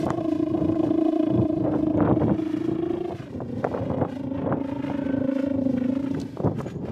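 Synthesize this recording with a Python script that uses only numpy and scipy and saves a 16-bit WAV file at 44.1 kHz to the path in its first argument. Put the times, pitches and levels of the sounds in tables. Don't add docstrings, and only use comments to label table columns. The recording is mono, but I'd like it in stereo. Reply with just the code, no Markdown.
import sys
import numpy as np
from scipy import signal
from scipy.fft import rfft, irfft, next_fast_len
from scipy.io import wavfile
from scipy.ndimage import uniform_filter1d, map_coordinates

SR = 44100
rng = np.random.default_rng(int(sys.argv[2]) if len(sys.argv) > 2 else 0)


def inscribe(sig):
    pcm = np.round(np.clip(np.atleast_2d(sig).T, -1, 1) * 32767)
    wavfile.write(sys.argv[1], SR, pcm.astype(np.int16))


N = 304775
T = np.arange(N) / SR


def amp(db):
    return 10 ** (np.asarray(db) / 20)


def evened(x):
    return x / np.sqrt(np.mean(x ** 2) + 1e-20)


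def curves(rows):
    s, *columns = np.transpose(rows)
    return [np.interp(T, s, c) for c in columns]


def butter(x, order, hz, kind="low"):
    return signal.sosfilt(signal.butter(order, hz, kind, fs=SR, output="sos"), x)


def butter_zero_phase(x, order, hz, kind="low"):
    return signal.sosfiltfilt(signal.butter(order, hz, kind, fs=SR, output="sos"), x)


def colour(x, spectrum):
    size = next_fast_len(N + 4096)
    hz, db = np.transpose(spectrum)
    log_hz = np.log(abs(np.fft.fftfreq(size, 1 / SR)) + 1)
    gain = evened(amp(np.interp(log_hz, np.log(hz), db)))
    response = np.exp(signal.hilbert(np.log(gain)).conj())[:size // 2 + 1]
    return irfft(rfft(x, size) * response, size)[..., :N]


def drift(width_hz):
    size, rate_hz = 8192, 1000
    hz = np.fft.rfftfreq(size, 1 / rate_hz)
    slow = irfft(rfft(rng.standard_normal(size)) * np.exp(-(hz / width_hz) ** 2))
    return evened(np.interp(T * rate_hz, np.arange(len(slow)), slow))


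def panned(balance_db):
    return amp(np.array([[balance_db], [-balance_db]]) / 2)


def swell(s, length_s):
    return np.exp(-np.minimum(abs(2 * (T - s) / length_s) ** 1.5, 80))


def air(spectrum, shared, patchy_db):
    noise = rng.standard_normal((3, N))
    mixed = np.sqrt(shared) * noise[2] + np.sqrt(1 - shared) * noise[:2]
    bins = signal.stft(mixed, nperseg=1024)[2]
    patches = rng.standard_normal(bins.shape[1:])
    patches = uniform_filter1d(patches, size=4, axis=0)
    patches = uniform_filter1d(patches, size=12, axis=1)
    bins = bins * amp(patchy_db * np.minimum(evened(patches), 2))
    patched = signal.istft(bins, nperseg=1024)[1][:, :N]
    return colour(evened(patched), spectrum)


def off_the_ground(x, echo):
    # start_s, delay_s
    delay_table = [(0, .00212), (.6, .00222), (.9, .00216), (1.35, .00218), (1.9, .0021), (2.45, .00192),
                   (3.0, .00199), (3.4, .00238), (4.05, .0022), (4.75, .0027), (5.2, .00242), (5.8, .00237),
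                   (6.2, .00285), (6.91, .0027)]
    late_s = T - curves(delay_table)[0]
    bounced = np.array([map_coordinates(port, [late_s * SR], order=3) for port in x])
    return (x - echo * bounced) / np.hypot(1, echo)


def twisting():
    # start_s, twists_per_s
    twist_table = [(0.0, 12.415), (0.1, 14.101), (0.6, 13.361), (0.7, 13.862), (1.1, 13.629), (1.2, 14.005),
                   (1.4, 13.246), (3.0, 13.757), (3.2, 13.457), (4.2, 13.366), (4.9, 13.441), (5.1, 13.222),
                   (5.4, 13.555), (5.8, 12.844), (6.0, 13.883), (6.5, 12.991), (6.9, 13.529)]
    wander_twists = 0.0054
    return np.cumsum(curves(twist_table)[0]) / SR + wander_twists * drift(33)


def throb(twist, lead, depth_db, flat_db, snap_db):
    angle = 2 * np.pi * (2 * twist + lead)
    swell_db = depth_db * np.cos(angle) - flat_db * np.cos(2 * angle) - snap_db * np.sin(2 * angle)
    return evened(amp(swell_db))


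def ribbon_phase(twist, hz, unsteady):
    swing, sag, climb = 0.03, 0.03, 0.027
    wobble, flutter = 0.013, 0.02195
    angle = 2 * np.pi * (2 * twist + 0.018)
    bend = swing * (np.cos(angle) - 0.45) - sag * np.cos(2 * angle) + climb * np.sin(angle)
    waver = wobble * drift(18.33) + flutter * (1 - 0.728 * np.cos(angle)) * drift(69.4)
    return 2 * np.pi * np.cumsum(hz * (1 + bend + unsteady * waver)) / SR


def ribbon_tone(twist, phase, unsteady):
    # start_s, rel_db
    octave_table = [(0, -6.5), (.4, -13.5), (1.0, -12.5), (2.05, -9.5), (2.65, -19.5), (3.1, -13.5),
                    (3.35, -3), (3.95, 3), (4.15, -10.5), (4.35, -7), (4.8, -13.5), (5.3, -4.5), (5.9, -10),
                    (6.25, -23)]
    shake_db, octave_multiple = 1.54, 2.02
    broad = unsteady - 0.7
    swells = throb(twist, lead=0.044, depth_db=8.7 - 1.2 * broad, flat_db=0.6 + 1.1 * broad, snap_db=1)
    tone = np.sin(phase) * swells * amp(unsteady * shake_db * drift(120))
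    tone = butter_zero_phase(tone, 4, 175, "high")
    octave = np.sin(octave_multiple * phase + 0.71 * drift(47))
    octave *= throb(twist, lead=0.085, depth_db=10, flat_db=1.4, snap_db=0.8)
    return tone + amp(curves(octave_table)[0] + 1.1 * unsteady * drift(30)) * octave


def higher_tones(twist, phase):
    # start_s, rel_db
    third_table = [(0, -13), (1.1, -18), (2.2, -17.5), (2.7, -12.5), (3.2, -26), (3.9, -13.5), (4.35, -11),
                   (5.0, -15.5), (5.8, -14), (6.25, -27.5)]
    # multiple, rel_db
    higher_table = [(4.1, -31.5), (5.2, -35), (7.8, -35), (9.4, -40.5)]
    third_multiple, smear_rad = 3.24, 0.07
    third = amp(curves(third_table)[0]) * np.sin(third_multiple * (phase + smear_rad * drift(78)))
    third *= throb(twist, lead=0.03, depth_db=8, flat_db=-1, snap_db=3)
    upper = sum(amp(db) * np.sin(k * phase + smear_rad * k * drift(72)) for k, db in higher_table)
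    upper = upper * throb(twist, lead=0.22, depth_db=7, flat_db=-2.5, snap_db=7)
    return (third + upper) * panned(1.2)


def ribbon_swish(twist, phase, hz):
    # hz, rel_db
    swish_table = [(140, -32.5), (300, 23.5), (600, 15), (1000, -1.5), (1800, -5), (2600, -4.5), (3400, -2),
                   (4500, -22), (6000, -34), (9000, -32.5), (15000, -35.5)]
    swish_db, pitch_power = -15, 3.9
    noise = air(swish_table, shared=0.58, patchy_db=2) * evened(1 + 0.8 * np.cos(phase))
    noise = noise * throb(twist, lead=0.14, depth_db=10, flat_db=0.8, snap_db=3)
    return amp(swish_db) * (hz / hz.mean()) ** pitch_power * noise * panned(1.9)


def hummer(twist):
    # start_s, base_pitch_hz, base_level_db
    hum_table = [(0, 324, -26), (.45, 316, -23.5), (1.2, 322, -19), (1.6, 313, -23.5), (2.1, 308, -23),
                 (2.5, 315, -26), (2.8, 335, -25), (3.08, 349, -28.5), (3.22, 332, -40), (3.32, 255, -40),
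                 (3.55, 242, -33), (3.88, 272, -35), (4.3, 266, -28.5), (4.95, 283, -27),
                 (5.25, 266, -24.5), (5.5, 278, -24.5), (5.8, 249, -22.5), (6.02, 277, -24.5),
                 (6.15, 277, -25.5), (6.3, 272, -36), (6.6, 268, -51), (6.91, 275, -40)]
    # start_s, unsteadiness (1 = usual)
    unsteady_table = [(0, 1.5), (1.5, 1.3), (3.2, 1.1), (4.4, 1.2), (5.2, .7), (6.1, .7), (6.4, 1.2)]
    # start_s, rel_db
    rasp_table = [(0, 2), (.3, -0.5), (.6, 0), (1.0, 1.5), (1.3, 1), (1.6, -3.5), (1.85, 0), (2.3, 1),
                  (2.9, 0.5), (3.5, 6.5), (3.9, 10), (4.4, 3.5), (4.9, 3), (5.6, 1), (6.1, 2.5), (6.4, 0)]
    uneven_db, lopsided_db, limp_twists = 1.45, -0.6, 0.027
    edge_db, edge_follows = -15.5, 0.65
    hz, level_db = curves(hum_table)
    unsteady = curves(unsteady_table)[0]
    phase = ribbon_phase(twist, hz, unsteady)
    half = np.cos(2 * np.pi * twist)
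    strength = amp(level_db + unsteady * uneven_db * np.tanh(drift(27)) + lopsided_db * half)
    twist = twist + limp_twists * half
    tone = strength * ribbon_tone(twist, phase, unsteady) * panned(0)
    edge = strength ** edge_follows * amp(edge_db + curves(rasp_table)[0] + unsteady * drift(26))
    rasp = edge * (higher_tones(twist, phase) + ribbon_swish(twist, phase, hz))
    return off_the_ground(tone, echo=0.43) + off_the_ground(rasp, echo=0.62)


def rustle(twist):
    # centre_s, length_s, rel_db
    rustle_table = [(2.524, 0.72, -48.5), (2.912, 0.13, -53.5), (3.213, 0.14, -48), (3.8, 0.4, -50.5),
                    (4.13, 0.11, -54), (4.39, 0.11, -45), (4.686, 0.17, -48), (4.872, 0.16, -45),
                    (5.054, 0.34, -46.5), (5.302, 0.074, -47), (5.385, 0.055, -40.5), (5.465, 0.12, -48.5),
                    (5.78, 0.017, -40.5), (5.841, 0.074, -45), (5.955, 0.086, -47.5), (6.064, 0.063, -46.5),
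                    (6.149, 0.0093, -38), (6.592, 0.055, -46), (6.69, 0.06, -44.5), (6.886, 0.086, -50)]
    # hz, rel_db
    cloth_table = [(200, -24.5), (700, -0.5), (1000, 6), (1450, 7), (2200, 1.5), (3200, -3.5), (4500, -24),
                   (8000, -38), (15000, -53)]
    stir = sum(amp(db) * swell(s, length_s) for s, length_s, db in rustle_table)
    grain = amp(2.5 * np.tanh(drift(200)))
    pulse = throb(twist, lead=0.24, depth_db=2.5, flat_db=1.5, snap_db=3)
    cloth = evened(air(cloth_table, shared=0.36, patchy_db=0.5) * grain)
    return stir * pulse * cloth * panned(2)


def gusts():
    # centre_s, length_s, rumble_rel_db, sputter_rel_db, port (0 left, 1 right)
    gust_table = [(0.065, 0.012, -29, -36, 0), (0.121, 0.037, -40, -37.5, 0), (0.188, 0.0035, -25, -32, 0),
                  (0.593, 0.047, -24, -40.5, 1), (0.701, 0.038, -22.5, -42, 1),
                  (0.853, 0.035, -30, -34.5, 0), (1.298, 0.014, -42, -37.5, 0),
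                  (1.374, 0.086, -21, -50.5, 1), (1.675, 0.049, -28, -32.5, 0),
                  (1.748, 0.063, -23, -35.5, 1), (2.008, 0.072, -18, -34.5, 1),
                  (2.067, 0.069, -23, -31.5, 1), (2.098, 0.057, -22, -31.5, 0),
                  (2.221, 0.016, -19.5, -29, 1), (2.296, 0.03, -24, -33, 0), (2.723, 0.084, -23, -86.5, 1),
                  (2.956, 0.037, -29.5, -43, 1), (3.109, 0.025, -51, -35.5, 0),
                  (3.421, 0.0084, -28, -42, 1), (3.648, 0.016, -45, -26, 0), (3.742, 0.027, -46, -31, 0),
                  (3.781, 0.037, -46, -32.5, 0), (3.991, 0.015, -26, -35, 0), (3.83, 0.035, -27, -40.5, 1),
                  (3.945, 0.048, -24, -38.5, 1), (4.024, 0.014, -30, -23.5, 0),
                  (4.025, 0.073, -21, -40.5, 1), (4.508, 0.094, -20.5, -33, 1),
                  (4.524, 0.0084, -31, -30, 1), (4.9, 0.018, -25, -34.5, 0), (5.2, 0.062, -26, -49, 1),
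                  (5.567, 0.044, -24.5, -53, 1), (6.186, 0.06, -24, -65, 1), (6.405, 0.021, -21.5, -39, 1),
                  (6.462, 0.043, -19, -34, 1), (6.508, 0.021, -25, -38, 1), (6.665, 0.018, -32, -41, 0),
                  (6.757, 0.0072, -28, -52, 1), (6.845, 0.031, -29.5, -39.5, 0),
                  (6.89, 0.021, -33, -38.5, 0)]
    wake_db, wake_extra_s = -17.5, 0.031
    low, sputter = np.zeros((2, 2, N))
    for s, length_s, rumble_db, sputter_db, port in gust_table:
        shape = swell(s, length_s) + amp(wake_db) ** 2 * swell(s, length_s + wake_extra_s)
        low[round(port)] += amp(rumble_db) ** 2 * shape
        sputter[round(port)] += amp(sputter_db) ** 2 * shape
    return low, sputter


def turbulence(gust_power):
    # start_s, rel_db
    wind_table = [(0, -32), (.08, -38.5), (.2, -29), (.27, -44), (.38, -35.5), (.5, -34), (.7, -31),
                  (.77, -42.5), (.9, -24.5), (1.0, -42), (1.07, -66.5), (1.23, -67), (1.29, -43),
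                  (1.38, -33), (1.5, -40), (1.62, -32.5), (1.85, -31.5), (2.0, -31), (2.3, -24.5),
                  (2.42, -39), (2.55, -35.5), (2.75, -36.5), (2.87, -37.5), (2.97, -32.5), (3.08, -40),
                  (3.2, -34.5), (3.5, -34.5), (3.7, -33.5), (3.9, -33.5), (4.15, -39.5), (4.4, -29),
                  (4.6, -42), (4.77, -31.5), (4.88, -35.5), (5.05, -32.5), (5.17, -35), (5.27, -50.5),
                  (5.48, -45), (5.56, -39.5), (5.75, -36), (5.85, -40.5), (6.1, -36), (6.33, -40),
                  (6.5, -33.5), (6.65, -30.5), (6.78, -34), (6.91, -34)]
    restless_db, balance_db = 3.5, -2.5
    restless = restless_db * np.tanh([drift(20), drift(5.6)])
    steady = amp(curves(wind_table)[0] + restless) * panned(balance_db)
    return np.sqrt(steady ** 2 + gust_power)


def rumble(wind):
    # hz, rel_db
    rumble_table = [(20, -41), (35, -33), (52, -30.5), (80, -7), (110, -2), (160, -2.5), (230, -5.5),
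                    (400, -10.5), (650, -27.5), (1000, -31), (2000, -66.5), (5000, -83)]
    rumble_db, lumpy_db = 2.5, 4
    lumps = amp(lumpy_db * np.array([drift(47), drift(37)]))
    return amp(rumble_db) * wind * evened(colour(rng.standard_normal((2, N)) * lumps, rumble_table))


def blasts(wind, sputter_power):
    # hz, rel_db
    blast_table = [(15, -69.5), (45, -34), (100, -3.5), (250, -2), (500, 9.5), (750, 2), (1000, -5),
                   (1400, -19), (2000, -26), (3000, -51), (5000, -59), (12000, -71.5)]
    blast_db, eddy_db, roughness_db, spill_db = 10, 4, 8.5, -23
    crackles_per_s = 500
    eddies = amp(eddy_db * np.tanh([drift(85), drift(54)]))
    force = np.sqrt(sputter_power) * eddies * amp(blast_db) + amp(spill_db) * wind
    roughness = amp(roughness_db * np.array([drift(490), drift(170)]))
    roar = evened(rng.standard_normal((2, N)) * roughness)
    struck = rng.random((2, N)) < crackles_per_s / SR
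    crackle = evened(rng.standard_normal((2, N)) * struck)
    sound = colour(roar + crackle, blast_table)
    return force * sound / np.sqrt(uniform_filter1d(sound ** 2, size=1000) + 1e-9)


def bright_roars():
    # centre_s, length_s, level_db, left_minus_right_db
    roar_table = [(0.1, .04, -43, 10), (1.668, 0.052, -44, 7), (1.75, .05, -40.5, 0),
                  (1.995, 0.037, -44.5, -16), (2.059, 0.047, -34, 6), (2.23, 0.037, -40.5, -10),
                  (4.516, 0.15, -44.5, -4), (6.456, 0.047, -52, -5)]
    # hz, rel_db
    roar_spectrum = [(300, -6.5), (800, 3), (1500, 1), (2100, -12.5), (2800, -17.5), (4500, -37),
                     (12000, -57.5)]
    rough_db = -2
    force = sum(amp(db) * swell(s, length_s) * panned(balance_db)
                for s, length_s, db, balance_db in roar_table)
    grain = amp(rough_db * np.array([drift(300), drift(300)]))
    return force * evened(colour(rng.standard_normal((2, N)) * grain, roar_spectrum))


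def pops():
    # start_s, peak_rel_db, left_minus_right_db, top_hz, puff_decay_s
    pop_table = [(0.066, -9, 17, 950, 0.0036), (0.081, -10.5, 24, 1080, 0.0017),
                 (0.089, -12, 21, 1410, 0.00085), (0.1044, -3.5, 33, 1510, 0.0015),
                 (0.113, -25, 15, 1400, .002), (0.745, -20, 1, 1290, .003), (0.832, -26, 13, 1000, 0.003),
                 (0.891, -20, 16, 1400, 0.0018), (1.695, -18, 10, 1110, 0.0022),
                 (1.74, -14.5, 2, 1180, 0.0032), (1.868, -13.5, 2, 900, 0.0037),
                 (1.972, -10, -7, 597, .003), (2.005, -5.5, -19, 1430, 0.00084),
                 (2.028, -10, -20, 1650, 0.00069), (2.074, -9, -1, 1400, 0.0042),
                 (2.112, -8.5, -11, 1180, .006), (2.215, -16.5, -24, 1300, 0.0038),
                 (2.295, -15, 15, 1470, 0.0035), (3.404, -16, -13, 1110, 0.004),
                 (3.643, -8.5, 23, 1630, 0.0023), (3.669, -9.5, 15, 1080, 0.0044),
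                 (3.74, -14, 14, 1290, .003), (3.774, -14.5, 17, 1480, 0.004),
                 (3.902, -10, -13, 940, 0.0072), (3.917, -12, -11, 1080, 0.00093),
                 (4.014, -12, 2, 1270, 0.004), (4.021, -11.5, 4, 1040, 0.0026),
                 (4.049, -13.5, -11, 1090, 0.0071), (4.462, -15, -20, 1170, 0.0066),
                 (4.524, -9.5, -22, 1430, 0.0029), (6.371, -16.5, -27, 940, 0.0031),
                 (6.401, -15, -22, 920, 0.0017), (6.445, -8, -19, 610, .003),
                 (6.472, -7.5, 19, 955, 0.0054), (6.603, -14, 24, 1250, 0.0054)]
    pop_db, puff_db, push_s, lowest_hz = -4.5, 2, 0.0011, 110
    out = np.zeros((2, N))
    t = np.arange(2048) / SR
    push = (1 - t / push_s) * np.exp(-t / push_s)
    for s, db, balance_db, top_hz, puff_s in pop_table:
        puff = amp(puff_db) * rng.standard_normal((2, len(t))) * np.exp(-t / puff_s)
        pop = butter(push + puff, 5, top_hz)
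        pop = butter(pop, 2, lowest_hz, "high")
        pop = pop / abs(pop).max(axis=1, keepdims=True)
        ports = panned(balance_db)
        start = round(s * SR)
        out[:, start:start + len(t)] += (amp(pop_db + db) * ports / ports.mean() * pop)[:, :N - start]
    return out


def handling():
    # start_s, rel_db, left_minus_right_db, t60_s
    click_table = [(0.104, -37, 14, 0.0027), (1.973, -56.5, -10.5, 0.0076), (3.644, -52, 12, 0.0068),
                   (4.675, -56, 3, 0.0084), (6.113, -50, 3, 0.0052), (6.2004, -44, 2, 0.028),
                   (6.215, -44, 5, 0.022), (6.4447, -57, -2, 0.011)]
    # centre_s, length_s, level_db
    rub_table = [(0.057, 0.0086, -46.5), (6.596, 0.04, -54.5), (6.615, 0.0065, -50)]
    # hz, rel_db
    case_table = [(500, -30), (2000, -8), (4000, 6), (6800, 2), (9000, -8.5), (13000, -15.5), (15500, -22)]
    # hz, rel_db
    skin_table = [(1000, -18.5), (3000, -3.5), (6500, 5.5), (9000, -1), (13000, -4), (15500, -12)]
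    click_db = 8
    touch = np.zeros((2, N))
    for s, db, balance_db, t60_s in click_table:
        decay_db = -60 * np.minimum(abs(T - s) / t60_s, 3)
        touch += panned(balance_db) * (T >= s) * amp(click_db + db + decay_db)
    slide = sum(amp(db) * swell(s, length_s) for s, length_s, db in rub_table)
    clicks = colour(touch * rng.standard_normal((2, N)), case_table)
    return clicks + colour(slide * rng.standard_normal((2, N)), skin_table)


def thin_tone(s, length_s, top_hz, droop_hz, db):
    width_hz, fuzz = 55, 0.73
    hz = top_hz - droop_hz * np.minimum((2 * (T - s) / length_s) ** 2, 2)
    shimmer = 1 + fuzz * (drift(width_hz) + 1j * drift(width_hz))
    line = (shimmer * np.exp(2j * np.pi * np.cumsum(hz) / SR)).real
    return amp(db) * swell(s, length_s) * evened(line)


def whistles():
    # centre_s, length_s, top_pitch_hz, end_droop_hz, level_db
    whistle_table = [(5.11, 0.48, 1532, 72, -48.5), (6.693, 0.13, 6760, 15, -61)]
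    return sum(thin_tone(*row) for row in whistle_table)


def wash(twist):
    # start_s, rel_db
    wash_level_table = [(0, -49), (.06, -56.5), (.18, -63.5), (.32, -56.5), (.45, -62.5), (.75, -62.5),
                        (.86, -59), (.97, -65.5), (1.06, -59.5), (1.42, -66), (1.55, -65), (1.68, -69),
                        (1.8, -62), (2.1, -78.5), (2.2, -63.5), (2.3, -68), (2.45, -57), (2.65, -58.5),
                        (2.8, -68), (2.92, -61.5), (3.02, -65), (3.18, -58), (3.42, -68), (3.6, -62),
                        (3.75, -62.5), (3.9, -65.5), (4.06, -74), (4.1, -58), (4.18, -61), (4.28, -72),
                        (4.38, -68), (4.5, -80), (4.68, -61.5), (4.76, -64.5), (4.88, -59.5), (5.2, -68.5),
                        (5.4, -58), (5.57, -68.5), (5.7, -63), (5.95, -61), (6.15, -58.5), (6.3, -59.5),
                        (6.5, -68), (6.6, -63), (6.71, -58.5), (6.8, -76), (6.86, -62)]
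    # hz, rel_db
    wash_table = [(40, -27), (150, 0), (500, -6), (900, -14), (1500, 8.5), (2100, -0.5), (3100, -5.5),
                  (4200, -10), (5500, -12.5), (7000, -17.5), (8500, -21), (11000, -24.5), (14000, -27.5),
                  (15700, -41)]
    wash_db, flicker_db = 11, 1.7
    body_db, body_follows = -34.5, 0.62
    level_db = curves(wash_level_table)[0] + flicker_db * drift(45)
    noise = air(wash_table, shared=0.17, patchy_db=1.5)
    low = butter_zero_phase(noise, 2, 2300)
    top = butter_zero_phase(noise, 3, 7500, "high")
    middle = noise - low - top
    body = amp(body_db + body_follows * level_db) * off_the_ground(low, echo=1) * panned(1.5)
    fizz = amp(level_db) * (middle * panned(8.1) + top * panned(-2.9))
    fizz = off_the_ground(fizz, echo=0.43)
    fizz = fizz * throb(twist, lead=0.15, depth_db=1, flat_db=0.2, snap_db=0.4)
    return amp(wash_db) * (body + fizz)


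def scene():
    twist = twisting()
    gust_power, sputter_power = gusts()
    wind = turbulence(gust_power)
    kite = hummer(twist) + off_the_ground(rustle(twist), echo=0.39)
    weather = rumble(wind) + blasts(wind, sputter_power) + bright_roars() + pops()
    return kite + weather + handling() + whistles() + wash(twist)


def record(dry):
    ceiling, edge_hz = 0.7, 15700
    rounded = dry / (1 + (dry / ceiling) ** 4) ** (1 / 4)
    low_pass = signal.firwin(511, edge_hz, window=("kaiser", 9), fs=SR)
    return signal.oaconvolve(rounded, low_pass[None], "same", axes=1)


dry = scene()
out = record(dry)
inscribe(out)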